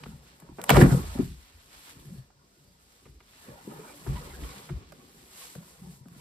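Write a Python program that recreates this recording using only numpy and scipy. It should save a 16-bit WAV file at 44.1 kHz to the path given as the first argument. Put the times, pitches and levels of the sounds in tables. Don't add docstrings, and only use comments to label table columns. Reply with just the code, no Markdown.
import sys
import numpy as np
from scipy import signal
from scipy.fft import rfft, irfft, next_fast_len
from scipy.io import wavfile

SR = 44100
rng = np.random.default_rng(int(sys.argv[2]) if len(sys.argv) > 2 else 0)


def pcm_store(signal):
    levels = np.round(np.clip(np.atleast_2d(signal), -1, 1) * 32767)
    wavfile.write(sys.argv[1], SR, levels.astype(np.int16).T)


N = 273578

# start_s, level_db, pitch_hz (of the judder), push_cycles
KNOCKS = [(0.058, -42, 555, 3.7), (0.065, -37, 200, 2.5), (0.083, -36, 205, 4.7), (0.13, -42.5, 144, 3.4),
          (0.423, -43, 150, 2.3), (0.49, -39.5, 237, 1.4), (0.518, -41, 172, 2.4), (0.585, -33.5, 450.4, 3),
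          (0.591, -32, 894, 6.6), (0.694, -8.5, 970, 4.2), (0.699, -19, 270, 2.7), (0.705, -7, 810, 5),
          (0.724, -16, 113, 1.3), (0.73, -21, 560, 6), (0.74, -15, 147.7, 1.2), (0.748, -18.5, 610, 4.2),
          (0.769, -7, 139, 1.3), (0.777, -11, 336, 9), (0.768, -6, 674, 1), (0.787, -16, 104, 3.1),
          (0.789, -17, 516, 5.8), (0.808, -8.5, 239, 2), (0.812, -12.5, 359.4, 8), (0.822, -0.5, 160, 2.5),
          (0.836, -11.5, 300, 5), (0.85, -11.5, 188, 2), (0.852, -20, 565, 4), (0.87, -37.5, 106, 1.4),
          (0.917, -13.5, 155, 1.7), (0.925, -13.5, 205, 2), (0.94, -20.5, 153, 6.9), (0.943, -25, 505, 5.1),
          (1.152, -28, 243, 5.2), (1.191, -15.5, 248, 2.4), (1.196, -17, 316, 6), (1.228, -25, 142.7, 1.8),
          (1.966, -43, 156, 1.6), (2.053, -48, 131, 2.9), (2.075, -42, 126, 3.2), (2.1, -37.5, 175, 5.7),
          (2.127, -45.5, 206.5, 6.9), (2.155, -49, 218, 2.2), (2.181, -42.5, 122.4, 5.1),
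          (3.058, -47, 200, 0.81), (3.089, -45.5, 100, 2), (3.06, -51.5, 546, 4), (3.206, -52, 875, 4),
          (3.483, -40, 344, 3), (3.491, -42.5, 175, 3), (3.529, -51, 103, 3.3), (3.671, -33.5, 243, 5.2),
          (3.673, -37, 457, 12), (3.718, -45, 567, 9), (3.79, -39, 443, 9), (4.062, -33, 365, 9.8),
          (4.074, -24, 139, 8.2), (4.103, -41, 102, 2), (4.164, -35, 132, 3.1), (4.272, -43, 374, 9),
          (4.33, -45, 374, 9), (4.694, -37.5, 610, 1.6), (4.702, -36, 354, 8.6), (4.705, -30.5, 152, 2.4),
          (4.729, -34.5, 116, 2.4), (4.922, -44.5, 594, 5.9), (4.923, -46.5, 1410, 5.7),
          (5.554, -41.5, 560, 4), (5.557, -39.5, 162, 3.9), (5.58, -40, 172, 7.4), (5.606, -44, 191, 7),
          (5.815, -37.5, 181, 6.6), (5.865, -40.5, 179, 7.6), (5.919, -46.5, 185, 3.6),
          (6.006, -41, 152.3, 3.3), (6.058, -41.5, 228.6, 3.1), (6.114, -41.5, 174, 3.3),
          (6.161, -39.5, 141, 2.8)]
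# start_s, level_db, centre_hz, treble_db (relative), left_minus_right_db, t60_s
CRACKS = [(0.036, -30.5, 2540, -13, 2, 0.029), (0.058, -40.5, 1110, -10, 5, 0.053),
          (0.4, -50, 1690, 26.5, 12, 0.024), (0.421, -46, 830, 10, 0, 0.034),
          (0.488, -46.5, 900, -2, -1, .02), (0.585, -32.5, 940, -12, -3, 0.061),
          (0.596, -34, 820, -9, 1, 0.051), (0.615, -34.5, 1500, 30.5, -4, 0.015),
          (0.639, -23, 2830, 26, 2, 0.019), (0.693, -3.5, 2400, 17.5, -2, 0.024),
          (0.702, -4.5, 2200, 20, 0.5, 0.025), (0.711, -17, 1600, 7, 0, 0.041),
          (0.744, -21, 1400, -4.5, -5, .05), (0.757, -12, 1200, -5, -3, 0.071),
          (0.765, -15, 2822, 10, -2.5, 0.072), (0.784, -25, 1400, -5, -3, 0.063),
          (0.812, -14.5, 1499, 16, 3, .04), (0.821, -20, 1703, 3, -6, 0.035),
          (0.835, -24, 1000, 5, -1, .04), (0.849, -30, 1006, 0, -3, 0.044),
          (0.861, -29, 1600, 5, -3, 0.046), (0.905, -29, 1100, 2, -7, 0.049),
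          (0.922, -31, 1200, 12, -6, .04), (0.946, -37.5, 1810, 0, -3, 0.031),
          (2.302, -51.5, 758, 6, -1.5, 0.033), (3.053, -48.5, 1500, 6, 0, 0.12),
          (3.203, -46.5, 1980, 3, 1, .05), (4.064, -37, 1200, 5, -2, 0.069), (4.16, -42, 2000, 0, -7, .08),
          (4.435, -39.5, 2200, 8, -5, 0.055), (4.52, -48, 1800, 0, -3, 0.046),
          (4.689, -40.5, 1600, -15, -3, 0.061), (4.696, -38.5, 1400, -16, -3, 0.044),
          (4.921, -43, 1420, 24, -4, 0.03), (5.552, -40, 1200, 20, 11, .025),
          (6.055, -53, 900, -2.5, 1, 0.043), (6.084, -48, 1510, 28.5, 2.5, .012)]
# time_s, thin_panels_db, big_panels_db, small_panels_db
DRAG = [(0.0, -55.5, -44, -59), (0.14, -62, -61, -61), (0.33, -66, -58, -68), (0.42, -61, -79, -61),
        (0.56, -66, -54, -67.5), (0.6, -49, -55, -63), (0.68, -52.5, -49, -59), (0.71, -26, -23.5, -42.5),
        (0.75, -23, -24, -33.5), (0.79, -27.5, -15.5, -29.5), (0.825, -23, -23, -23.5),
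        (0.87, -36.5, -44, -29.5), (0.9, -38.5, -25, -31.5), (0.93, -37, -38.5, -31.5),
        (0.98, -41.5, -38, -37.5), (1.06, -50.5, -47, -49), (1.15, -50, -52, -65), (1.21, -44, -42, -61),
        (1.3, -78, -43.5, -66), (1.5, -69, -81.5, -73.5), (1.86, -73, -69, -68), (1.96, -62, -57.5, -62),
        (2.1, -62.5, -48, -64), (2.2, -65, -54, -68), (2.28, -71, -76.5, -80), (2.65, -72, -64, -71.5),
        (3.0, -69, -78, -78), (3.08, -81, -70, -61), (3.35, -67.5, -82, -79), (3.52, -54, -61, -56.5),
        (3.64, -60, -60, -66), (3.7, -51.5, -53, -47.5), (3.79, -51, -47, -53), (3.96, -57, -66, -58.5),
        (4.04, -57, -55.5, -64), (4.09, -48, -44, -45.5), (4.17, -52.5, -42, -52),
        (4.28, -52.5, -53, -57.5), (4.45, -50.5, -50, -51), (4.63, -54, -56, -62),
        (4.73, -58.5, -42.5, -57), (4.88, -65, -57.5, -60.5), (5.15, -64, -67.5, -63),
        (5.46, -65, -67, -71.5), (5.55, -60, -68, -62), (5.75, -61.5, -62.5, -67.5),
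        (5.86, -62.5, -55.5, -59), (6.02, -71.5, -54, -73), (6.2, -62, -65, -61)]
# start_s, level_db, pitch_hz, length_s
SQUEAKS_AND_WHISTLES = [(0.811, -20.5, 1732, 0.014), (2.024, -70.5, 4390, 0.25), (2.614, -72.5, 4750, 0.16),
                        (3.82, -58, 1480, 0.11), (3.85, -57.5, 2330, 0.12), (4.048, -49.5, 940, 0.047),
                        (4.15, -52, 1950, .05), (4.15, -55, 3000, 0.037), (4.28, -58, 2050, 0.065),
                        (4.33, -51, 1650, .04), (4.42, -55, 3150, 0.045), (4.46, -57, 2320, .1),
                        (4.49, -59, 3900, .05), (4.144, -41.5, 967, 0.058), (4.233, -55, 938, 0.11),
                        (5.406, -53, 1110, 0.034), (5.619, -57.5, 960, 0.024)]
# time_s, middle_db, treble_db
RUBBING = [(0.0, -58, -61), (.1, -59, -55.5), (.21, -65, -64.5), (.28, -56, -60), (.4, -66, -63.5),
           (.52, -65, -67), (.67, -61, -52), (.69, -39, -60.5), (.715, -30.5, -38), (.77, -39, -30),
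           (.79, -42.5, -34), (.82, -35, -30), (.855, -43, -41.5), (.92, -47, -36.5), (.97, -46, -40.5),
           (1.03, -47, -46), (1.22, -50, -48), (1.36, -59, -58), (1.5, -59, -61.5), (1.68, -61.5, -60.5),
           (1.74, -51.5, -53), (1.83, -53.5, -51), (1.9, -50, -52.5), (1.96, -60, -57.5),
           (2.16, -63, -59.5), (2.33, -78, -80), (2.5, -71, -68), (2.75, -70, -67.5), (2.9, -64.5, -63.5),
           (3.05, -64, -61.5), (3.19, -70, -70), (3.36, -57, -56.5), (3.6, -60, -58), (3.7, -57, -54),
           (4.02, -56.5, -52), (4.14, -50.5, -49.5), (4.38, -55, -51.5), (4.46, -50.5, -49.5),
           (4.65, -52, -52), (4.75, -59, -62), (4.85, -60, -65.5), (5.0, -62.5, -59.5),
           (5.06, -60.5, -60.5), (5.29, -58.5, -55.5), (5.42, -47.5, -44), (5.5, -54, -49),
           (5.61, -62, -57.5), (5.7, -60.5, -53), (5.8, -63.5, -60.5), (5.94, -61.5, -54), (6.03, -79, -69),
           (6.1, -67.5, -65.5), (6.14, -65.5, -61.5), (6.2, -59, -57)]
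# start_s, level_db, hold_s
SHUDDERS = [(0.014, -52, 0.13), (0.254, -58, 0.021), (0.467, -57, 0.058), (0.733, -27, 0.11),
            (0.87, -28.5, 0.042), (0.976, -36.5, 0.19), (1.277, -40, .02), (1.39, -50.5, 0.019),
            (1.538, -56.5, 0.016), (1.737, -59.5, 0.036), (1.993, -57, .02), (2.119, -50, 0.058),
            (2.421, -67.5, 0.017), (3.078, -53.5, 0.013), (3.149, -56.5, 0.02), (3.505, -53, .03),
            (3.7, -66, .1), (4.09, -34, 0.046), (4.266, -42.5, 0.02), (4.385, -42, 0.037),
            (4.718, -36.5, 0.054), (4.811, -49, 0.054), (5.59, -72, .02), (5.838, -58, 0.036),
            (6.172, -55, 0.034)]
# pitch_hz, level_db, t60_s
PANEL_MODES = [(140, -1, 0.16), (157.5, -2.5, 0.17), (180, -2.5, 0.13), (198.6, -5.5, 0.14),
               (227, 2.5, 0.065), (292.6, 0, 0.086), (364.5, -0.5, 0.088), (431, -4.5, 0.088),
               (478.2, -2.5, 0.067), (578, -0.5, 0.046), (685, -4, 0.053), (788, 0.5, 0.031),
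               (953, 2.5, 0.026), (1113, -0.5, 0.036), (1262, -1, 0.035), (1428, -1.5, 0.034),
               (1710, 0, 0.026), (1945, 2.5, 0.012), (2360, -1.5, 0.02), (2820, -5, 0.02),
               (3010, -11, 0.013), (4240, -7.5, 0.0079)]
# pitch_hz, level_db, t60_s
FLOOR_MODES = [(45, -6.5, 0.16), (61, -2.5, 0.19), (78.7, -5, 0.11)]
# frequency_hz, level_db (per Hz)
HISS_SPECTRUM = [(300, -18.5), (1000, -6.5), (2500, -7), (4500, -6), (5800, -8.5), (7500, -6), (10000, -6),
                 (13000, -9), (15500, -16.5)]
PATCH_EDGES_HZ = (900, 1500, 2430, 3795, 6030, 8200, 11400)
# frequency_hz, level_db (per Hz)
AIR_SPECTRUM = [(30, -11), (100, -4.5), (400, -11), (1000, -23), (3000, -24), (5000, -17), (9000, -25.5),
                (15000, -34.5)]
# frequency_hz, likeness (0 to 1)
LIKENESS = [(60, 0.96), (200, 0.95), (300, 0.84), (470, 0.7), (760, 0.35), (1200, 0.45), (2000, .1),
            (6000, 0.05)]
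# frequency_hz, left_minus_right_db
PORT_BALANCE = [(60, 1.54), (200, 1), (400, 0), (1300, -0.5), (2400, -2), (4400, -0.5)]

FREE_RING, FREE_GROWTH = 0.34, 0.49
CRACK_RISE = 0.015
WANDER_HZ = 8
CATCH_DB, HISS_FLICKER_DB, PATCH_DB = 1.2, 0.6, 1.2
HISS_SPLIT_HZ = 6200
RUB_LIKENESS, RUB_LAG_S = 0.17, 0.0003
SHUDDER_RISE_DB_PER_S, SHUDDER_FALL_DB_PER_S, FLOOR_REST_DB = 593.5, 189, -67.5
AIR_DB = -67
ROOM_T60_S, ROOM_DB, WALL_CUT_HZ = 0.24, -13, 6100
SHARED_ABOVE_HZ = 6600
LAG_S, IN_STEP_HZ = 0.000303, 8100
BASS_CUT_HZ, CUTOFF_HZ = 39, 16200


def knocks():
    out = np.zeros((2, N))
    chance = rng.standard_normal((len(KNOCKS), 2, len(PANEL_MODES)))
    t = np.arange(SR // 8) / SR
    for (start_s, level_db, judder_hz, cycles), luck in zip(KNOCKS, chance):
        free = np.clip(FREE_RING * (judder_hz / 150) ** FREE_GROWTH, 0.05, 1)
        rise = np.clip(cycles, 0.7, 8) / judder_hz / 6.7
        push = np.sin(2 * np.pi * judder_hz * t) * t / rise * np.exp(-t / rise)
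        blow = 0
        for k, (hz, db, t60) in enumerate(PANEL_MODES):
            if hz > 3 * judder_hz:
                break
            signs = [[(-1) ** k], [np.sign(luck[0, k])]]
            sides = from_db(db + 3.9 * luck[:, [k]]) * signs
            blow = blow + sides * ring(push, hz, free * t60)
        blow = blow / np.abs(blow).max(axis=1, keepdims=True)
        i = round(start_s * SR)
        out[:, i:i + len(t)] += (from_db(level_db) * blow)[:, :N - i]
    return out


def cracks():
    out, t = np.zeros((2, N)), np.arange(SR // 10) / SR
    treble = signal.butter(2, 2300, "high", fs=SR, output="sos")
    for start_s, level_db, centre_hz, treble_db, pan_db, t60 in CRACKS:
        common, left, right = rng.standard_normal((3, len(t)))
        rise = 1 - np.exp(-t / (CRACK_RISE * t60))
        decay = from_db(-60 * t / np.clip(t60, 0.005, 0.12))
        snap = (0.64 * common + 0.5 * np.array([left, right])) * rise * decay
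        band = signal.butter(3, [centre_hz / 5.6, centre_hz * 1.48], "band", fs=SR, output="sos")
        middle = signal.sosfilt(band, snap)
        woody = sum(from_db(db) * ring(middle, hz, 0.5 * free_t60) * (-1) ** k
                    for k, (hz, db, free_t60) in enumerate(PANEL_MODES[8:]))
        burst = middle / np.abs(middle).max() + 0.09 * woody / np.abs(woody).max()
        burst = burst + from_db(treble_db - 25.5) * signal.sosfilt(treble, snap)
        sides = from_db(level_db + pan_db / 2 * np.array([[1], [-1]]))
        i = round(start_s * SR)
        out[:, i:i + len(t)] += (sides * burst)[:, :N - i]
    return out


def slide():
    _, big_db, small_db = in_time(DRAG)
    slips = soften(grains(per_s=450, uneven_db=1.5), 700)
    big = panels(slips, PANEL_MODES[:4], wander_db=4.0)
    small = panels(slips, PANEL_MODES[4:8], wander_db=1.5)
    return from_db(big_db) * big + from_db(small_db + 2.6 * drift(22)) * small


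def squeaks_and_whistles():
    out, waver, broken = np.zeros(N), drift(60), drift(25)
    for start_s, level_db, hz, length in SQUEAKS_AND_WHISTLES:
        i, t = round(start_s * SR), np.arange(round(length * SR)) / SR
        during = slice(i, i + len(t))
        rough = min(length / 0.1, 2)
        swell = np.sin(np.pi * t / length) ** 2 * from_db(2 * rough * broken[during])
        tone = np.sin(2 * np.pi * hz * t + (0.7 + rough) * waver[during])
        out[during] += from_db(level_db) * swell * tone
    return out * from_db([[-1.5], [1.5]])


def scrape():
    scrape_db = in_time(DRAG)[0]
    grit = soften(grains(per_s=2500, uneven_db=2.0), 1900)
    return from_db(scrape_db + CATCH_DB * drift(44)) * panels(grit, PANEL_MODES[8:], wander_db=3.5)


def rustle():
    middle_db, treble_db = in_time(RUBBING)
    hiss = patchy(coloured(grains(per_s=3100, uneven_db=-0.4), HISS_SPECTRUM))
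    dull = soften(hiss, HISS_SPLIT_HZ)
    both = from_db(middle_db) * rms_one(dull) + from_db(treble_db) * rms_one(hiss - dull)
    return from_db(HISS_FLICKER_DB * drift(7.8)) * both


def floorboards():
    force = soften(rng.standard_normal((2, N)), 99)
    return from_db(shudder_db()) * panels(force, FLOOR_MODES, wander_db=4.0)


def shudder_db():
    t = np.arange(N) / SR
    levels = []
    for start_s, level_db, hold_s in SHUDDERS:
        before, after = np.maximum(start_s - t, 0), np.maximum(t - start_s - hold_s, 0)
        levels.append(level_db - SHUDDER_RISE_DB_PER_S * before - SHUDDER_FALL_DB_PER_S * after)
    return np.maximum(np.max(levels, axis=0), FLOOR_REST_DB)


def room(x):
    size = next_fast_len(N + SR)
    hz = np.arange(size // 2 + 1) * SR / size
    echoes = np.zeros((2, len(hz)), complex)
    for k, lag in enumerate(rng.uniform(0.019, 0.04, 8)):
        loss = from_db(-60 * lag / ROOM_T60_S) / (1 + 1j * hz / WALL_CUT_HZ)
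        loop = loss * np.exp(-2j * np.pi * hz * lag)
        echoes[k % 2] += loop / (1 - loop) * (-1) ** (k // 2)
    return irfft(echoes * rfft(x, size), size)[:, :N]


def room_tone():
    return from_db(AIR_DB) * coloured(rng.standard_normal((2, N)), AIR_SPECTRUM)


def panels(force, modes, wander_db):
    return rms_one(sum(from_db(db + wander_db * drift(WANDER_HZ)) * ring(force, hz, t60) * (-1) ** k
                       for k, (hz, db, t60) in enumerate(modes)))


def grains(per_s, uneven_db):
    sizes = from_db(uneven_db * np.minimum(rng.exponential(1, (2, N)), 5))
    signs = rng.choice([-1, 1], (2, N))
    return sizes * signs * (rng.random((2, N)) < per_s / SR)


def ring(x, hz, t60):
    r, w = from_db(-60 / (t60 * SR)), 2 * np.pi * hz / SR
    return signal.lfilter([0, np.sin(w)], [1, -2 * r * np.cos(w), r * r], x + 1e-18)


def soften(x, hz):
    return signal.sosfilt(signal.butter(2, hz, fs=SR, output="sos"), x)


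def patchy(x):
    lows = [0 * x, *(soften(x, hz) for hz in PATCH_EDGES_HZ), x]
    return sum(from_db(PATCH_DB * drift(21.0)) * (upper - lower) for lower, upper in zip(lows, lows[1:]))


def coloured(pair, spectrum):
    hz = np.arange(N // 2 + 1) * SR / N
    return rms_one(irfft(rfft(pair) * from_db(at_hz(spectrum, hz)), N))


def drift(rate_hz):
    r = np.exp(-80 * np.pi * rate_hz / SR)
    slow = signal.lfilter([1], [1, -2 * r, r * r], rng.standard_normal(N // 40 + 2002))[2000:]
    return np.interp(np.arange(N) / 40, np.arange(len(slow)), rms_one(slow))


def spread(pair, least=0, lag_s=0):
    hz = np.arange(N // 2 + 1) * SR / N
    alike = np.clip(at_hz(LIKENESS, hz), least, 1)
    common, own = rfft(pair)
    sides = (np.sqrt(1 + alike) * common + np.sqrt(1 - alike) * own * [[1], [-1]]) / np.sqrt(2)
    return irfft(sides * np.exp(-2j * np.pi * hz * lag_s * np.array([[0], [1]])), N)


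def in_time(rows):
    s, *columns = np.transpose(rows)
    return [np.interp(np.arange(N) / SR, s, c) for c in columns]


def at_hz(points, hz):
    points_hz, values = np.transpose(points)
    return np.interp(np.log(np.maximum(hz, 1)), np.log(points_hz), values)


def from_db(db):
    return 10 ** (np.asarray(db) / 20)


def rms_one(x):
    return x / np.sqrt(np.mean(x ** 2) + 1e-20)


def scene():
    hits = spread(knocks()) + cracks() + squeaks_and_whistles()
    drag = slide() + floorboards()
    rubbing = spread(scrape() + rustle() + room_tone(), RUB_LIKENESS, RUB_LAG_S)
    echoes = from_db(ROOM_DB) * room(hits.mean(axis=0))
    return hits + spread(echoes + drag) + rubbing


def record(dry):
    hz = np.arange(N // 2 + 1) * SR / N
    left, right = rfft(dry) * from_db(at_hz(PORT_BALANCE, hz) / 2 * [[1], [-1]])
    shared = 1 / (1 + (SHARED_ABOVE_HZ / (hz + 1)) ** 10)
    late = left * np.exp(-2j * np.pi * (hz - IN_STEP_HZ) * LAG_S)
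    right = np.sqrt(shared) * late + np.sqrt(1 - shared) * right
    bass_cut = signal.butter(6, BASS_CUT_HZ, "high", fs=SR, output="sos")
    thin = signal.sosfilt(bass_cut, irfft([left, right], N))
    rounded = 1.3 * np.tanh(thin / 1.3)
    return signal.sosfilt(signal.cheby2(16, 80, CUTOFF_HZ, fs=SR, output="sos"), rounded)


dry = scene()
out = record(dry)
pcm_store(out)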